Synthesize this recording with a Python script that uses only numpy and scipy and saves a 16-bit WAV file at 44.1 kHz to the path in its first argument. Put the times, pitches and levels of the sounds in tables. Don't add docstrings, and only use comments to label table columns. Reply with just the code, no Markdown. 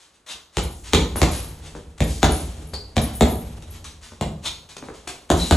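import sys
import numpy as np
from scipy import signal
from scipy.fft import rfft, irfft, next_fast_len
from scipy.io import wavfile
from scipy.ndimage import uniform_filter1d

SR = 44100
rng = np.random.default_rng(int(sys.argv[2]) if len(sys.argv) > 2 else 0)


def magnitude_from_level(level_db):
    exponent = np.asarray(level_db, float) / 20
    return 10 ** exponent


def waveform_to_disk(signal):
    frames = np.transpose(np.atleast_2d(signal))
    scaled = np.clip(frames, -1, 1) * 32767
    samples = np.round(scaled).astype(np.int16)
    wavfile.write(sys.argv[1], SR, samples)


N = 245195

# start in seconds, level of the thud in dB, of the slap in dB,
# of the joist boom in dB, weight of the thud in dB per octave downward.
BLOWS = [
    (0.57, -16, -20.5, -22.5, -0.5),
    (0.934, -5.5, -11.5, -17.5, 0),
    (1.217, -9.5, -14.5, -19, 1),
    (2.005, -13.5, -21.5, -19, 3.5),
    (2.23, -5, -13, -17, -0.5),
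    (2.967, -11, -19.5, -22, 3),
    (3.209, -5.5, -15, -17.5, 1.5),
    (4.211, -14.5, -25.5, -29.5, 3.5),
    (5.302, -5.5, -17.5, -19.5, 0.5),
    (5.51, -6, -14.5, -15, -1),
]
# start in seconds, level in dB, pitch of the knock in Hz, low push in dB.
LANDINGS = [
    (0.343, -48.5, 426, 4),
    (1.158, -19, 204, -7),
    (1.751, -29, 160.6, -19),
    (2.735, -29, 402, 5.5),
    (4.12, -36.5, 188.7, -14),
    (4.447, -38, 188, -17),
    (4.766, -36, 352, -14),
    (4.8254, -29, 261, -31),
    (4.8859, -28.5, 418, -7),
    (5.073, -32, 721, -7),
]
# pitch in Hz, level in dB, time to fall by 60 dB in seconds.
TIMBER = [(31, -13, 0.4), (40.9, -24, 0.52), (54.3, -5.5, 0.68), (58.8, -5.5, 0.98), (68.53, 0.5, 0.53),
          (77.03, -1.5, 0.64), (90.1, 1, 0.25), (157.5, -3, 0.3), (231, -8.5, 0.24), (309, -14.5, 0.45),
          (437, -12.5, 0.27)]


def evened(x):
    return x / np.sqrt(np.mean(x ** 2) + 1e-20)


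def read(points, hz):
    f, value = np.transpose(points)
    return np.interp(np.log(hz + 1), np.log(f + 1), value)


def add(mix, s, sound):
    part = mix[..., round(s * SR):][..., :sound.shape[-1]]
    part += sound[..., :part.shape[-1]]


def clock(length_s):
    return np.arange(round(length_s * SR) + 1) / SR


def colour(x, points):
    log_gain = np.log(magnitude_from_level(read(points, abs(np.fft.fftfreq(8192, 1 / SR)))))
    taps = np.fft.ifft(np.exp(np.conj(signal.hilbert(log_gain)))).real[:4096]
    taps = taps.reshape((1,) * (x.ndim - 1) + (-1,))
    return signal.oaconvolve(x, taps, axes=-1)[..., :x.shape[-1]]


def resonate(x, hz, width):
    turn = np.exp(2j * np.pi * np.cumsum(hz * np.ones(len(x))) / SR)
    r = np.exp(-np.pi * width / SR)
    return 2 * (turn * signal.lfilter([1 - r], [1, -r], x / turn)).real


def ring(modes, t, factor, phases):
    total = 0
    for (hz, db, t60), phase in zip(modes, phases):
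        total = total + magnitude_from_level(db - 60 * t / t60) * np.sin(2 * np.pi * (hz * factor * t + phase))
    return total


def basement(sound, wet_db):
    # frequency in Hz, time to fall by 60 dB in seconds.
    tail_times = [(60, 0.98), (250, 0.48), (700, 0.51), (2000, 0.38), (5000, 0.44), (10000, 0.34),
                  (16000, 0.84)]
    # delay in seconds, level in dB.
    echoes = [(.0035, -14.5), (0.0143, -7.5), (0.0136, -9.5), (.021, -11.5), (0.028, -27)]
    size = SR // 2
    hz, t, z = signal.stft(rng.standard_normal((2, size)), SR, nperseg=256)
    z = z * magnitude_from_level(-60 * t / read(tail_times, hz)[:, None])
    tail = signal.istft(z, SR, nperseg=256)[1][:, :size]
    tail = tail * np.minimum(np.arange(size) / SR / 0.013, 1)
    taps = magnitude_from_level(wet_db) * tail / np.linalg.norm(tail[0])
    taps[:, 0] += (1, .4)
    for s, db in echoes:
        taps[[0, 1], (s * SR * rng.uniform(.9, 1.1, 2)).astype(int)] += magnitude_from_level(db)
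    return signal.fftconvolve(sound[None], taps, axes=1)


def punch(thud_db, slap_db, boom_db, weight_db):
    # pitch in Hz, level in dB, time to fall by 60 dB in seconds.
    filling = [(112.6, 1, 0.032), (170.4, 0.5, 0.077), (231.7, 0, 0.06), (341, -6, 0.035), (423, 5, 0.022),
               (596, -7.5, 0.039), (717, -3, 0.023), (1116, -4, 0.011), (1470, 8, 0.0076),
               (1900, -40, 0.0054)]
    # frequency in Hz, gain in dB.
    leather = [(200, -25), (700, -7), (1500, -4), (3000, 7.5), (7000, -2), (12000, -16.5), (18000, -13)]
    t = clock(.12)
    factor = 1.0545 - 0.0345 * weight_db

    crackle = 0.07 * rng.standard_normal(len(t)) * np.exp(-t / 0.012)
    snap = 0.66 * rng.standard_normal(len(t))
    for level, hz in ((0.37, 3300), (1.16, 1700), (0.73, 7200)):
        snap += level * np.cos(2 * np.pi * hz * t)
    snap = 0.94 * snap * np.exp(-t / 0.00033) * (1 - np.exp(-t / .0001))
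    slap = colour(snap + crackle, leather)

    modes = [(hz, db - weight_db * np.log2(hz / 350), t60) for hz, db, t60 in filling]
    phases = np.arange(len(filling)) / 2 + rng.uniform(0, 0.28, len(filling))
    turns = np.cumsum(factor * (140 + 700 * np.exp(-t / 0.005774))) / SR
    dent = 2.08 * np.sin(2 * np.pi * turns) * np.exp(-t / 0.008)
    rags = evened(resonate(rng.standard_normal(len(t)), 630, 820))
    packing = 0.34 * rags * np.exp(-t / 0.011)
    thud = (ring(modes, t, factor, phases) + dent + packing) * (1 - np.exp(-t / 0.00076))
    heard = basement(magnitude_from_level(slap_db + 13.5) * slap + magnitude_from_level(thud_db - 9.5) * thud, 2.12)

    t = clock(1.2)
    timber = [(hz * rng.uniform(1.0, 1.04), db, t60) for hz, db, t60 in TIMBER]
    boom = ring(timber, t, 0.97, rng.random(len(TIMBER)))
    boom = boom * (1 - np.exp(-(t / 0.0097) ** 2))
    out = np.zeros((2, len(t)))
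    add(out, 0, heard)
    add(out[0], 0, magnitude_from_level(boom_db + 1.5) * boom)
    return out


def jingle(db, length):
    # pitch in Hz, level in dB, time to fall by 60 dB in seconds.
    steel = [(9810, 0, .03), (10200, -5, .02), (11300, -2, .025), (10800, -7, .015), (12200, -6, .02),
             (11700, -7, .015), (8900, -12, .012)]
    t = clock(length)
    hits = rng.random(len(t)) < 380 / SR
    clashes = hits * rng.standard_normal(len(t)) * np.exp(-1.5 * t / length)
    clashes[0] = 1
    modes = [(hz * rng.uniform(.995, 1.015), level + rng.normal(0, 3), t60) for hz, level, t60 in steel]
    rattle = signal.fftconvolve(clashes, ring(modes, clock(.05), 1, np.zeros(len(steel))))
    return basement(magnitude_from_level(db - 7.5) * rattle / np.std(rattle[:len(t)]), -1.3)


def scuff(db, rise, fall, bright_db, start):
    # frequency in Hz, gain in dB.
    rough = [(150, -17), (500, -7.5), (1100, -0.5), (1600, -2), (3600, 3), (7000, 0.5), (12000, -13.5),
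             (18000, -26)]
    t = clock(rise + 5 * fall)
    grit = rng.standard_normal(len(t)) * magnitude_from_level(5.5 * rng.standard_normal(len(t)))
    shape = [(hz, g + bright_db * np.log2(hz / 3000)) for hz, g in rough]
    swell = (start + (1 - start) * t / rise) ** 2
    stroke = np.where(t < rise, swell, np.exp((rise - t) / fall))
    return basement(magnitude_from_level(db - 1.5) * evened(colour(grit, shape)) * stroke, 0.83)


def brush(db):
    return scuff(db, rise=0.0066, fall=.0025, bright_db=-2.5, start=0.74)


def strap(db, fall, bright_db):
    return scuff(db, rise=0.035, fall=fall, bright_db=bright_db, start=0.88)


def step(db, hz, low_db):
    t = clock(0.15)
    turns = np.cumsum(hz + 1800 * np.exp(-t / 0.001066)) / SR
    knock = np.sin(2 * np.pi * turns) * np.exp(-t / 0.0091)
    knock = knock + ring([(hz * 0.546, -2, .05), (75, low_db, .12)], t, 0.86, (0, 0))
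    puff = resonate(resonate(rng.standard_normal(len(t)), 350, 410), 350, 410)
    puff = 2.8 * puff * np.exp(-t / 0.026)
    return basement(magnitude_from_level(db - 7.5) * (1.5 * knock + 1.1 * puff), .5)


def slide(db, rise, fall, start):
    return scuff(db, rise, fall, bright_db=-1.3, start=start)


def skid(db, fall):
    return scuff(db, rise=0.0014, fall=fall, bright_db=-1, start=0.53)


def squeak(db, hz, width, length):
    t = clock(length)
    pitch = hz * (1 + 0.0093 * np.sin(np.pi * t / length))
    whistle = resonate(resonate(rng.standard_normal(len(t)), pitch, width), pitch, width)
    shape = signal.windows.tukey(len(t), .12) * magnitude_from_level(-6 * t / length)
    return basement(magnitude_from_level(db + 1.5) * evened(whistle) * shape, -1.32)


def joists():
    timber = ring(TIMBER, clock(.5), 0.98, np.zeros(len(TIMBER)))
    return evened(signal.fftconvolve(rng.standard_normal(N), timber)[:N])


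def sway(blows, blow_db, landing_db, build, loss_db, rest_db):
    jolts = [(s, db + blow_db) for s, db in blows] + [(s, db + landing_db) for s, db, *_ in LANDINGS]
    s, db = np.transpose(jolts)
    times = np.arange(0, N / SR + .01, .002)
    t = np.maximum(times[:, None] - s, 0)
    motion = magnitude_from_level(db - loss_db * t) * (1 - np.exp(-(t / build) ** 2))
    power = magnitude_from_level(2 * rest_db) + (motion ** 2).sum(1)
    return np.interp(np.arange(N) / SR, times, np.sqrt(power))


def swaying():
    # start in seconds, level
    # in dB.
    shakes = [
        (.34, -57),
        (.68, -28),
        (1.501, -27),
        (2.76, -24),
        (3.501, -25),
        (5.1, -53),
    ]
    # level against the blow in dB, against the
    # landing in dB, time to build in seconds, loss in dB per second, level at rest in dB.
    groan_motion = (-9, -20, 0.23, 31, -72)
    shiver_motion = (-21.5, -10, 0.41, 45.5, -67.5)
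    # frequency in Hz, gain in dB.
    rustle_tone = [(120, -3.5), (300, 2), (700, -2), (1500, -12), (3500, -12.5), (8000, -17.5),
                   (12000, -25), (18000, -53)]
    groan = sway([(s, boom_db) for s, _, _, boom_db, _ in BLOWS] + shakes, *groan_motion)
    shiver = sway([(s, thud_db) for s, thud_db, *_ in BLOWS], *shiver_motion)
    flicker_db = 1.3 * evened(uniform_filter1d(rng.standard_normal(N), 700))
    rustle = evened(colour(rng.standard_normal((2, N)), rustle_tone))
    rustle = rustle * shiver * magnitude_from_level(flicker_db - 2)
    return rustle + [[1], [0]] * groan * joists()


def room_tone():
    # frequency in Hz, gain in dB.
    air = [(18, -33), (30, 3), (199, 1), (449, -7), (600, -15), (1070, 6), (4910, -15), (7670, -8),
           (12000, -22), (13000, -33), (16000, -42)]
    return magnitude_from_level(-69) * evened(colour(rng.standard_normal((2, N)), air))


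def ports(near, apart):
    # frequency in Hz, share of the difference that follows the sum (0 to 1).
    following = [(100, .7), (500, .3), (5000, .35), (9000, .65), (13000, .85)]
    # frequency in Hz, level of the difference against the sum in dB.
    wide = [(30, -52), (80, -47), (170, -34.5), (350, -13), (900, -4.5), (2000, -9), (3000, -5.5),
            (5200, -1), (6500, -13.5), (8000, -3), (11000, 1), (15600, 19.5), (16200, -27)]
    size = next_fast_len(N + 4096)
    hz = np.fft.rfftfreq(size, 1 / SR)
    same = np.clip(read(following, hz), 0, 1)
    side = same * (0.017 + 1j) * rfft(near, size) + np.sqrt(1 - same ** 2) * rfft(apart, size)
    side = irfft(magnitude_from_level(read(wide, hz)) * side, size)[:N]
    return np.array([near + side, near - side])


def scene():
    # start in seconds, level in dB, length in seconds.
    jingles = [(0.619, -44, 0.06), (0.709, -50, .03), (1.162, -34, 0.064), (1.314, -39.5, 0.098),
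               (1.428, -46.5, 0.086), (2.036, -46, 0.1), (2.31, -36, 0.11), (2.672, -53.5, 0.042),
               (3.017, -35, 0.038), (3.153, -38.5, 0.015), (3.285, -42, 0.13), (3.705, -48, 0.027),
               (5.364, -50, 0.063)]
    # start in seconds, level in dB.
    brushes = [
        (0.924, -34),
        (1.978, -44),
        (2.219, -36),
        (2.957, -40.5),
        (5.291, -44),
    ]
    # start in seconds, level in dB, fall in seconds, brightness in dB per octave.
    straps = [
        (.701, -57.5, 0.27, 8),
        (1.31, -39, 0.066, -1.1),
        (2.077, -42, 0.094, 3),
        (2.309, -42.5, 0.11, 0.5),
        (3.028, -45, 0.1, -4.5),
        (3.131, -43.5, 0.03, 21.5),
        (5.369, -36.5, 0.19, 2.5),
    ]
    # start in seconds, level in dB, rise in seconds, fall in seconds,
    # share present from the first moment (0 to 1).
    slides = [
        (0.119, -61, 0.025, 0.021, .1),
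        (.263, -36.5, 0.058, 0.0071, 0.48),
        (0.519, -46.5, 0.053, 0.039, 0.28),
        (.838, -43, 0.041, 0.033, 0.66),
        (1.601, -46, 0.061, 0.04, 0.2),
        (2.631, -79.5, 0.028, .13, 0.6),
        (3.7, -48.5, 0.056, 0.022, .5),
        (4.011, -47, 0.029, 0.067, 0.54),
        (4.415, -29, 0.054, 0.0058, 0),
        (4.82, -53.5, .04, 0.061, .5),
    ]
    # start in seconds, level in dB, fall in seconds.
    skids = [
        (0, -53, 0.052),
        (1.155, -40, 0.12),
        (1.75, -51, 0.046),
        (2.737, -32.5, 0.006),
        (3.623, -42, 0.0024),
        (4.689, -45.5, 0.04),
        (3.842, -40, 0.035),
        (4.766, -35.5, .0062),
        (4.939, -49, .05),
        (5.074, -32.5, 0.023),
    ]
    # start in seconds, level in dB, pitch in Hz, width in Hz, length in seconds.
    squeaks = [
        (0.286, -43.5, 3680, 910, 0.065),
        (0.51, -90, 2430, 121.2, 0.014),
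        (2.732, -41, 4590, 300, 0.092),
        (2.739, -38, 4370, 420, .03),
        (3.846, -52, 1180, 200, 0.013),
        (3.85, -53.5, 3850, 300, 0.047),
        (4.454, -31, 3630, 1130, 0.037),
        (5.396, -33.5, 3960, 320, 0.083),
    ]
    # frequency in
    # Hz, gain in dB.
    phone = [(20, -7), (50, -0.5), (95, 1.5), (120, 4), (158, 2), (195, 2), (240, 3), (1500, 2.5),
             (3800, 2), (5100, -1.5), (6200, 3.5), (10000, 5.5), (12000, 4.5), (17000, -18)]
    field = swaying()
    for source, rows in ((punch, BLOWS), (jingle, jingles), (brush, brushes), (strap, straps),
                         (step, LANDINGS), (slide, slides), (skid, skids), (squeak, squeaks)):
        for s, *row in rows:
            add(field, s, source(*row))
    near, apart = colour(field, phone) + room_tone()
    return ports(near, apart)


def thinned(side):
    # low edge in Hz, high edge in Hz, share of the time left out (0 to 1).
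    holes = [(1750, 2250, .35), (3500, 4100, .12), (5600, 6200, .3), (6200, 6900, .6), (6900, 7500, .3),
             (9300, 9700, .15), (13500, 15800, .08)]
    hz, t, z = signal.stft(side, SR, nperseg=1024)
    luck = uniform_filter1d(rng.standard_normal((len(holes), len(t))), size=5)
    for (low_hz, high_hz, share), row in zip(holes, luck):
        z[(hz > low_hz) & (hz <= high_hz)] *= row > np.quantile(row, share)
    return signal.istft(z, SR, nperseg=1024)[1][:N]


def gated(mid):
    hz, t, z = signal.stft(mid, SR, nperseg=512)
    upper, top = (hz > 11670) & (hz <= 12400), hz > 12400
    upper_db = 10 * np.log10((abs(z[upper]) ** 2).sum(0) + 1e-12)
    top_db = 10 * np.log10((abs(z[top]) ** 2).sum(0) + 1e-12)
    jump_db = top_db - np.roll(top_db, 2)
    attack = 1 / (1 + magnitude_from_level(4.0 * (10 - jump_db)))
    strong = 1 / (1 + magnitude_from_level(2.4 * (-53 - upper_db)))
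    z[upper] *= np.maximum(attack, strong)
    z[top] *= attack
    return signal.istft(z, SR, nperseg=512)[1][:N]


def band_limit(x):
    return signal.sosfilt(signal.butter(12, 16810, fs=SR, output="sos"), x)


def record(dry):
    mid = gated((dry[0] + dry[1]) / 2)
    side = thinned((dry[0] - dry[1]) / 2)
    rounded = np.tanh(np.array([mid + side, mid - side]) / 1.2) * 1.25
    return band_limit(rounded)


dry = scene()
out = record(dry)
waveform_to_disk(out)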